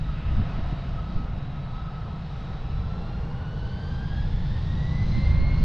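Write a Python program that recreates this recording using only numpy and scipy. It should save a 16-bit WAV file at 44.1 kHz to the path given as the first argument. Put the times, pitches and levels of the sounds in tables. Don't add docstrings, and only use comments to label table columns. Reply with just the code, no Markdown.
import sys
import numpy as np
from scipy import signal
from scipy.fft import rfft, irfft, next_fast_len
from scipy.io import wavfile
from scipy.ndimage import uniform_filter1d, map_coordinates

SR = 44100
rng = np.random.default_rng(int(sys.argv[2]) if len(sys.argv) > 2 else 0)


def bounce(signal):
    frames = np.transpose(np.atleast_2d(signal))
    limited = np.clip(frames, -1, 1)
    pcm = np.round(limited * 32767).astype(np.int16)
    wavfile.write(sys.argv[1], SR, pcm)


N = 248724


def amp(db):
    return 10 ** (np.asarray(db) / 20)


def unit(x):
    return x / np.sqrt(np.mean(np.abs(x) ** 2) + 1e-20)


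def along(points, hz):
    point_hz, values = np.transpose(points)
    return np.interp(np.log(hz + 1), np.log(point_hz + 1), values)


def curves(rows):
    times_s, *columns = np.transpose(rows)
    t_s = np.arange(N) / SR
    return [np.interp(t_s, times_s, column) for column in columns]


def wobble(knots_per_s):
    knots = rng.standard_normal(int(N * knots_per_s / SR) + 4)
    return map_coordinates(knots, [np.arange(N) * knots_per_s / SR])


def bell(time_s, length_s):
    return np.exp(-((np.arange(N) / SR - time_s) / length_s) ** 2)


def filtered(x, response):
    m = next_fast_len(N + SR // 2)
    return irfft(rfft(x, m) * response(np.fft.rfftfreq(m, 1 / SR)), m)[..., :N]


def rush(spectrum, patchy_db):
    z = signal.stft(rng.standard_normal(N), nperseg=1024)[2]
    field = uniform_filter1d(rng.standard_normal(z.shape), size=12, axis=0)
    field = uniform_filter1d(field, size=10, axis=1)
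    patchy = signal.istft(z * amp(patchy_db * unit(field)), nperseg=1024)[1][:N]
    return unit(filtered(patchy, lambda hz: amp(along(spectrum, hz))))


def steadied(x, span_s):
    mean_square = uniform_filter1d(x ** 2, int(span_s * SR))
    mean_square = uniform_filter1d(mean_square, size=256)
    return x / np.sqrt(np.abs(mean_square) + 1e-9)


def tone(hz):
    return np.sqrt(2) * np.sin(2 * np.pi * (np.cumsum(hz) / SR + rng.random()))


def haystack(hz, width_hz):
    a, b = filtered(rng.standard_normal((2, N)), lambda f: 1 / (1 + (f / width_hz) ** 2))
    phase = 2 * np.pi * np.cumsum(hz * np.ones(N)) / SR
    return unit(a * np.cos(phase) + b * np.sin(phase))


FLUTTER_DB, FLUTTER_KNOTS_PER_S = 1.3, 55


def blade_tone(hz, scatter, width_hz):
    share = np.clip(scatter, 0, 1)
    direct = tone(hz) * unit(amp(FLUTTER_DB * wobble(FLUTTER_KNOTS_PER_S)))
    blurred = haystack(hz, width_hz)
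    return steadied(np.sqrt(1 - share) * direct + np.sqrt(share) * blurred, span_s=.06)


# (time [s], level [dB])
BREEZE_LEVEL = [(0, -29), (.12, -28), (.22, -32), (.31, -24.5), (.4, -20.5), (.5, -33), (.59, -25.5),
                (.72, -29), (.83, -34), (.95, -30.5), (1.07, -33.5), (1.27, -30), (1.37, -34), (1.8, -32.5),
                (2.3, -37), (2.58, -34), (2.72, -27.5), (2.87, -27.5), (2.97, -34), (3.22, -31),
                (3.45, -38), (3.65, -28.5), (3.82, -41), (3.93, -28), (4.03, -33), (4.25, -28), (4.66, -27),
                (4.78, -31), (5.0, -24), (5.17, -26), (5.3, -19), (5.43, -20), (5.52, -23.5), (5.64, -20.5)]
# (time [s], level [dB])
EDGE_LEVEL = [(0, -47), (.2, -54), (.37, -40), (.5, -46), (.8, -50), (1.05, -52), (1.17, -42), (1.3, -51),
              (2.25, -62), (2.9, -51.5), (3.7, -53), (4.35, -48.5), (4.9, -47.5), (5.18, -45.5),
              (5.45, -43.5), (5.64, -45)]
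# (frequency [Hz], density [dB per Hz])
RUMBLE_SPECTRUM = [(4, -4), (15, 1), (25, 2.5), (55, 4), (68, -2.5), (85, -4), (140, -12), (400, -101)]
EDGE_SPECTRUM = [(150, -12), (200, 4.5), (240, -1.5), (285, -2.5), (340, -6.5), (420, -13), (700, -44),
                 (2000, -120)]
THUD_SPECTRUM = [(50, -23.5), (85, 1.5), (150, -3.5), (210, -6.5), (310, -28.5), (700, -80.5)]
GUSTINESS_DB, GUST_KNOTS_PER_S = 1.56, 13
THUD_DB, THUD_DB_PER_EDGE_DB = -42, 1.34


def breeze():
    strength_db = curves(BREEZE_LEVEL)[0] + GUSTINESS_DB * wobble(GUST_KNOTS_PER_S)
    edge_db, = curves(EDGE_LEVEL)
    thud_db = THUD_DB + THUD_DB_PER_EDGE_DB * (edge_db - edge_db.mean())
    rumble = amp(strength_db) * steadied(rush(RUMBLE_SPECTRUM, patchy_db=0.2), span_s=.073)
    edge = amp(edge_db) * steadied(rush(EDGE_SPECTRUM, patchy_db=1.7), span_s=.12)
    thud = amp(thud_db) * steadied(rush(THUD_SPECTRUM, patchy_db=0.4), span_s=.14)
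    return rumble + edge + thud


# (time [s], extra buffeting at right port [dB], stereo opening [0-1])
LAST_GUST = [(4.7, -110, 0), (4.8, -62.5, 0.08), (5.05, -55, 0.5), (5.15, -36.5, 0.8), (5.36, -32, 1),
             (5.64, -34.5, 0.7)]
# (time [s], level [dB], bell length [s], share reaching left port [0-1], rough puff re level [dB])
EDDY_STRIKES = [(.402, -27, .014, 1, -1), (.595, -30, .02, 1, -1), (.728, -24, .006, 1, -5),
                (1.168, -22.5, .014, 1, -2), (3.93, -33, .02, 1, -4), (4.345, -19, .004, 1, -18),
                (5.179, -25, .014, 0, 1), (5.34, -24, .0093, .4, -3), (5.404, -24, .012, 0, -1),
                (5.428, -21, .011, .6, -3), (5.606, -30, .012, 1, 5)]
# (frequency [Hz], density [dB per Hz])
BUFFET_SPECTRUM = [(10, -5.5), (30, 4), (60, -5), (120, -6.5), (220, -18.5), (330, -17.5), (460, -29),
                   (700, -42.5), (1500, -73.5), (4000, -120)]
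EDDY_SPECTRUM = [(10, -4), (40, -8), (90, -4), (150, 3), (210, 4.5), (260, -7), (330, -19), (460, -31),
                 (700, -36), (1500, -54), (4000, -120)]
PUSH_DB = 3


def wind():
    gust = amp(curves(LAST_GUST)[0]) * rush(BUFFET_SPECTRUM, patchy_db=0.5)
    shared = breeze()
    ports = np.array([shared, shared + gust])
    puff = steadied(rush(EDDY_SPECTRUM, patchy_db=2), span_s=.04)
    for time_s, level_db, length_s, left_share, puff_db in EDDY_STRIKES:
        pressure = amp(PUSH_DB) + amp(puff_db) * puff
        eddy = amp(level_db) * bell(time_s, length_s) * pressure
        ports += np.outer([np.clip(left_share, 0, 1), 1], eddy)
    return ports


# (time [s], low drone pitch [Hz], low drone level [dB], high drone level [dB])
DRONE_TRACK = [(0, 446.9, -76.5, -72), (1.2, 447.6, -67.5, -62), (2.2, 451.9, -57.5, -59),
               (3, 452, -52.5, -58.5), (3.6, 450, -52, -62), (4.3, 454, -55, -58.5),
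               (4.8, 472.2, -62, -64.5), (5.3, 547.7, -49.5, -68), (5.64, 572, -55, -81)]
# (time [s], pitch [Hz], level [dB])
REEDY_SWEEP = [(.05, 2600, -80), (.14, 2800, -61), (.2, 2550, -61), (.29, 2720, -56.5), (.34, 2900, -63),
               (.43, 2900, -66), (.6, 2950, -90)]


def drones():
    low_hz, low_db, high_db = curves(DRONE_TRACK)
    sweep_hz, sweep_db = curves(REEDY_SWEEP)
    low = amp(low_db) * steadied(haystack(low_hz, width_hz=42), span_s=.2)
    high = amp(high_db) * blade_tone(np.full(N, 800), scatter=.2, width_hz=9)
    sweep = amp(sweep_db) * steadied(haystack(sweep_hz, width_hz=130), span_s=.06)
    return low + high + sweep


def power():
    return np.clip(curves(FAN_PITCH)[0] / FAN_PITCH[0][1] - 1, 0, 1)


# (frequency [Hz], density [dB per Hz])
IDLE_EXHAUST_SPECTRUM = [(45, -23.5), (75, 0), (95, -5.5), (120, 0), (150, 1.5), (195, -8.5), (250, -21),
                         (290, -21.5), (345, -34), (700, -92)]
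FULL_EXHAUST_SPECTRUM = [(45, -16), (70, 3), (95, 3.5), (122, 1), (150, 1), (190, -16), (235, -22),
                         (275, -27), (330, -21), (400, -33), (700, -90.5)]
EXHAUST_IDLE_DB, EXHAUST_GROWTH_DB, EXHAUST_EXPONENT = -34.5, 15.5, 1.22


def exhaust():
    thrust = power()
    idle = np.sqrt(1 - thrust) * rush(IDLE_EXHAUST_SPECTRUM, patchy_db=0.0)
    full = np.sqrt(thrust) * rush(FULL_EXHAUST_SPECTRUM, patchy_db=0.9)
    level_db = EXHAUST_IDLE_DB + EXHAUST_GROWTH_DB * thrust ** EXHAUST_EXPONENT
    return amp(level_db) * steadied(idle + full, span_s=.08)


# (time [s], jet mixing level [dB], intake level [dB], blade hiss level [dB])
RUSH_LEVELS = [(0.02, -49, -60.5, -66), (0.21, -47, -58, -66.5), (0.52, -44.5, -57, -64),
               (1.14, -47.5, -61.5, -66.5), (1.26, -47.5, -61.5, -68), (2.18, -48, -63.5, -67.5),
               (2.38, -48, -61.5, -65.5), (2.71, -48, -61.5, -67), (2.94, -46.5, -63.5, -65.5),
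               (3.35, -45.5, -63, -68), (3.86, -47, -64, -64), (4.43, -49, -61, -63.5),
               (4.98, -45.5, -63, -61.5), (5.16, -46, -58.5, -58.5), (5.48, -45, -57.5, -64),
               (5.6, -45.5, -58, -61.5)]
# (frequency [Hz], density [dB per Hz])
MIXING_SPECTRUM = [(200, 1.5), (300, 1.5), (380, 1), (450, 1.5), (550, 2.5), (680, 2), (880, 1.5),
                   (1100, 0.5), (1350, -8.5), (1700, -11), (2600, -62.5)]
INTAKE_SPECTRUM = [(900, -17.5), (1400, 7.5), (1600, 2.7), (1900, 3.5), (2300, -0.8), (2550, -1.5),
                   (2850, 1), (3200, -5), (3800, -9), (5500, -65)]
HISS_SPECTRUM = [(2300, -23), (3200, 1.5), (3700, 2.5), (4200, 0.5), (5000, -4), (5600, -10), (6400, -15),
                 (7100, -22), (8000, -26), (8800, -31), (9600, -50.5), (13000, -57)]
MIXING_GAIN_DB, INTAKE_GAIN_DB, HISS_GAIN_DB = 0.5, 7.5, 7


def airflow():
    mixing_db, intake_db, hiss_db = curves(RUSH_LEVELS)
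    hiss_db = hiss_db + 0.27 * wobble(7.2)
    mixing = amp(MIXING_GAIN_DB + mixing_db) * rush(MIXING_SPECTRUM, patchy_db=0.74)
    intake = amp(INTAKE_GAIN_DB + intake_db) * rush(INTAKE_SPECTRUM, patchy_db=0.98)
    hiss = amp(HISS_GAIN_DB + hiss_db) * rush(HISS_SPECTRUM, patchy_db=1.2)
    return mixing + intake + hiss


# (time [s], pitch [Hz], level [dB])
HOWL_TRACK = [(0, 680, -61.5), (.62, 695, -48), (.9, 705, -50.5), (1.1, 710, -58), (1.5, 720, -54.5),
              (2.3, 745, -57), (3.1, 790, -55), (3.7, 810, -60.5), (4.2, 820, -56), (4.8, 1020, -65),
              (5.5, 1060, -54.5)]
# (time [s], pitch [Hz], level [dB])
WHISTLE_TRACK = [(2.58, 7462, -95), (3, 7670, -93), (3.25, 7790, -90), (3.6, 7880, -97), (4.1, 8000, -96),
                 (4.6, 8200, -104), (5.64, 8560, -102)]
HOWL_SCATTER, HOWL_WIDTH_HZ = .97, 46
WHISTLE_FADE_DB = 2.5


def core():
    howl_hz, howl_db = curves(HOWL_TRACK)
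    whistle_hz, whistle_db = curves(WHISTLE_TRACK)
    whistle_db = whistle_db + WHISTLE_FADE_DB * wobble(4)
    whistle = amp(whistle_db) * blade_tone(whistle_hz, scatter=.6, width_hz=18)
    howl = amp(howl_db) * blade_tone(howl_hz, HOWL_SCATTER, HOWL_WIDTH_HZ)
    return whistle + howl


# (time [s], pitch [Hz])
FAN_PITCH = [(0, 1284), (1, 1286), (2, 1289), (2.65, 1290), (3, 1351), (3.5, 1468), (4, 1590), (4.25, 1675),
             (4.5, 1791), (4.75, 1894), (5, 2015), (5.25, 2089), (5.45, 2130), (5.64, 2166)]
# (time [s], level [dB])
WHINE_LEVEL = [(0.0, -63.0), (0.1, -51.5), (0.2, -65.5), (0.22, -54.0), (0.36, -51.5), (0.52, -56.0),
               (0.57, -51.0), (0.62, -61.0), (0.66, -54.5), (0.92, -59.5), (0.99, -44.5), (1.03, -55.5),
               (1.07, -49.5), (1.13, -55), (1.2, -47.5), (1.24, -54), (1.3, -54.5), (1.37, -64.0),
               (1.45, -60.5), (1.5, -68.0), (1.54, -51.0), (1.68, -56.0), (1.79, -46.5), (1.83, -54.5),
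               (1.88, -46.0), (1.94, -53.5), (1.97, -47.0), (2.09, -53.5), (2.14, -50.5), (2.28, -69.0),
               (2.32, -55.5), (2.55, -55), (2.6, -65), (2.7, -54), (2.87, -57), (2.95, -51.5),
               (2.99, -60.5), (3.13, -55.0), (3.19, -59.5), (3.43, -54.5), (3.71, -55.5), (3.9, -54.0),
               (4.05, -51.0), (4.09, -58.5), (4.14, -48.5), (4.22, -52.5), (4.28, -65.5), (4.39, -61.0),
               (4.46, -68.0), (4.56, -51.0), (4.64, -62.0), (4.69, -52), (4.76, -55), (4.85, -47.5),
               (4.91, -55), (4.95, -46.5), (4.98, -52), (5.02, -44), (5.08, -60), (5.12, -60), (5.16, -44),
               (5.2, -48.5), (5.26, -44.5), (5.37, -48.5), (5.5, -44.0), (5.63, -55.5)]
# (time [s], level [dB])
OCTAVE_LEVEL = [(0.0, -67.0), (0.15, -73.5), (0.18, -61.5), (0.28, -61.5), (0.33, -72.5), (0.5, -58.5),
                (0.54, -69.5), (1.17, -69.5), (1.96, -76.0), (2.25, -66.0), (2.59, -76.5), (2.64, -67.0),
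                (2.94, -72.0), (3.0, -61.5), (3.24, -64.5), (3.62, -60.0), (4.01, -61.0), (4.05, -68.0),
                (4.11, -57.5), (4.2, -53.0), (4.25, -65.5), (4.56, -58.5), (4.62, -65.0), (4.82, -58.0),
                (5.04, -64.0), (5.12, -53.5), (5.23, -55.5), (5.33, -68.0), (5.41, -56.0), (5.46, -54.5),
                (5.5, -65.0), (5.63, -58.5)]
# (time [s], third level [dB], fourth level [dB])
OVERTONE_LEVELS = [(0, -59.5, -73), (.25, -66, -73), (.5, -63.5, -74), (.8, -61, -74), (1, -68, -74),
                   (1.12, -62.5, -75), (1.26, -71, -76), (1.4, -62, -76), (1.62, -65.5, -76),
                   (1.78, -61.5, -76), (2, -68, -77), (2.28, -69, -72), (2.42, -62.5, -72), (3.1, -64, -69),
                   (3.38, -72, -70.5), (3.55, -68, -71), (3.88, -60.5, -70), (4.02, -67, -72),
                   (4.17, -64.5, -69), (4.3, -68, -68), (4.5, -69, -69), (5, -63, -71), (5.14, -68, -73),
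                   (5.64, -64, -74)]
# (harmonic number, scattered share [0-1], skirt width [Hz])
OVERTONE_SKIRTS = [(2, .7, 34), (3, .9, 46), (4, .92, 55)]
WHINE_GAIN_DB = .6
IDLE_SCATTER, FULL_SCATTER = .55, .1
DULL_ABOVE_HZ, DULL_DB_PER_KHZ = 4680, 7.5
OVERTONE_FADE_DB, OVERTONE_FADE_KNOTS_PER_S = .7, 14
WAKE_DB, WAKE_DB_PER_POWER, WAKE_FADING = -60, 4.5, .35


def fans():
    hz = curves(FAN_PITCH)[0] * (1 + .002 * wobble(25))
    thrust = power()
    scatter = IDLE_SCATTER + (FULL_SCATTER - IDLE_SCATTER) * thrust / thrust.max()
    whine_db, = curves(WHINE_LEVEL)
    tones = amp(WHINE_GAIN_DB + whine_db) * blade_tone(hz, scatter, width_hz=24)

    carried = curves(OCTAVE_LEVEL) + curves(OVERTONE_LEVELS)
    for (harmonic, share, skirt_hz), carried_db in zip(OVERTONE_SKIRTS, carried):
        overtone_hz = harmonic * hz
        air_loss_db = DULL_DB_PER_KHZ * np.maximum(overtone_hz - DULL_ABOVE_HZ, 0) / 1000
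        fade_db = OVERTONE_FADE_DB * wobble(OVERTONE_FADE_KNOTS_PER_S)
        level_db = carried_db - air_loss_db + fade_db
        tones += amp(level_db) * blade_tone(overtone_hz, share, skirt_hz)

    wake_db = WAKE_DB + WAKE_DB_PER_POWER * thrust + WAKE_FADING * (whine_db - whine_db.mean())
    wakes = amp(wake_db) * haystack(hz, width_hz=170)
    wakes += amp(-69.5 + 18.8 * thrust) * haystack(1.95 * hz, width_hz=190)
    return tones + wakes


# (frequency [Hz], side re mid [dB])
STEREO_WIDTH = [(100, -45.5), (600, -26), (1000, -20), (1500, -17), (2150, -14.5), (3300, -33.5),
                (8000, -14.5)]


def scene():
    jet = drones() + exhaust() + airflow() + core() + fans()
    opening = np.clip(curves(LAST_GUST)[1], 0, 1)
    side = opening * filtered(jet, lambda hz: -1j * amp(along(STEREO_WIDTH, hz)))
    return wind() + np.array([jet + side, jet - side])


TOP_HZ = 13500


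def record(dry):
    return filtered(dry, lambda hz: hz < TOP_HZ)


dry = scene()
out = record(dry)
bounce(out)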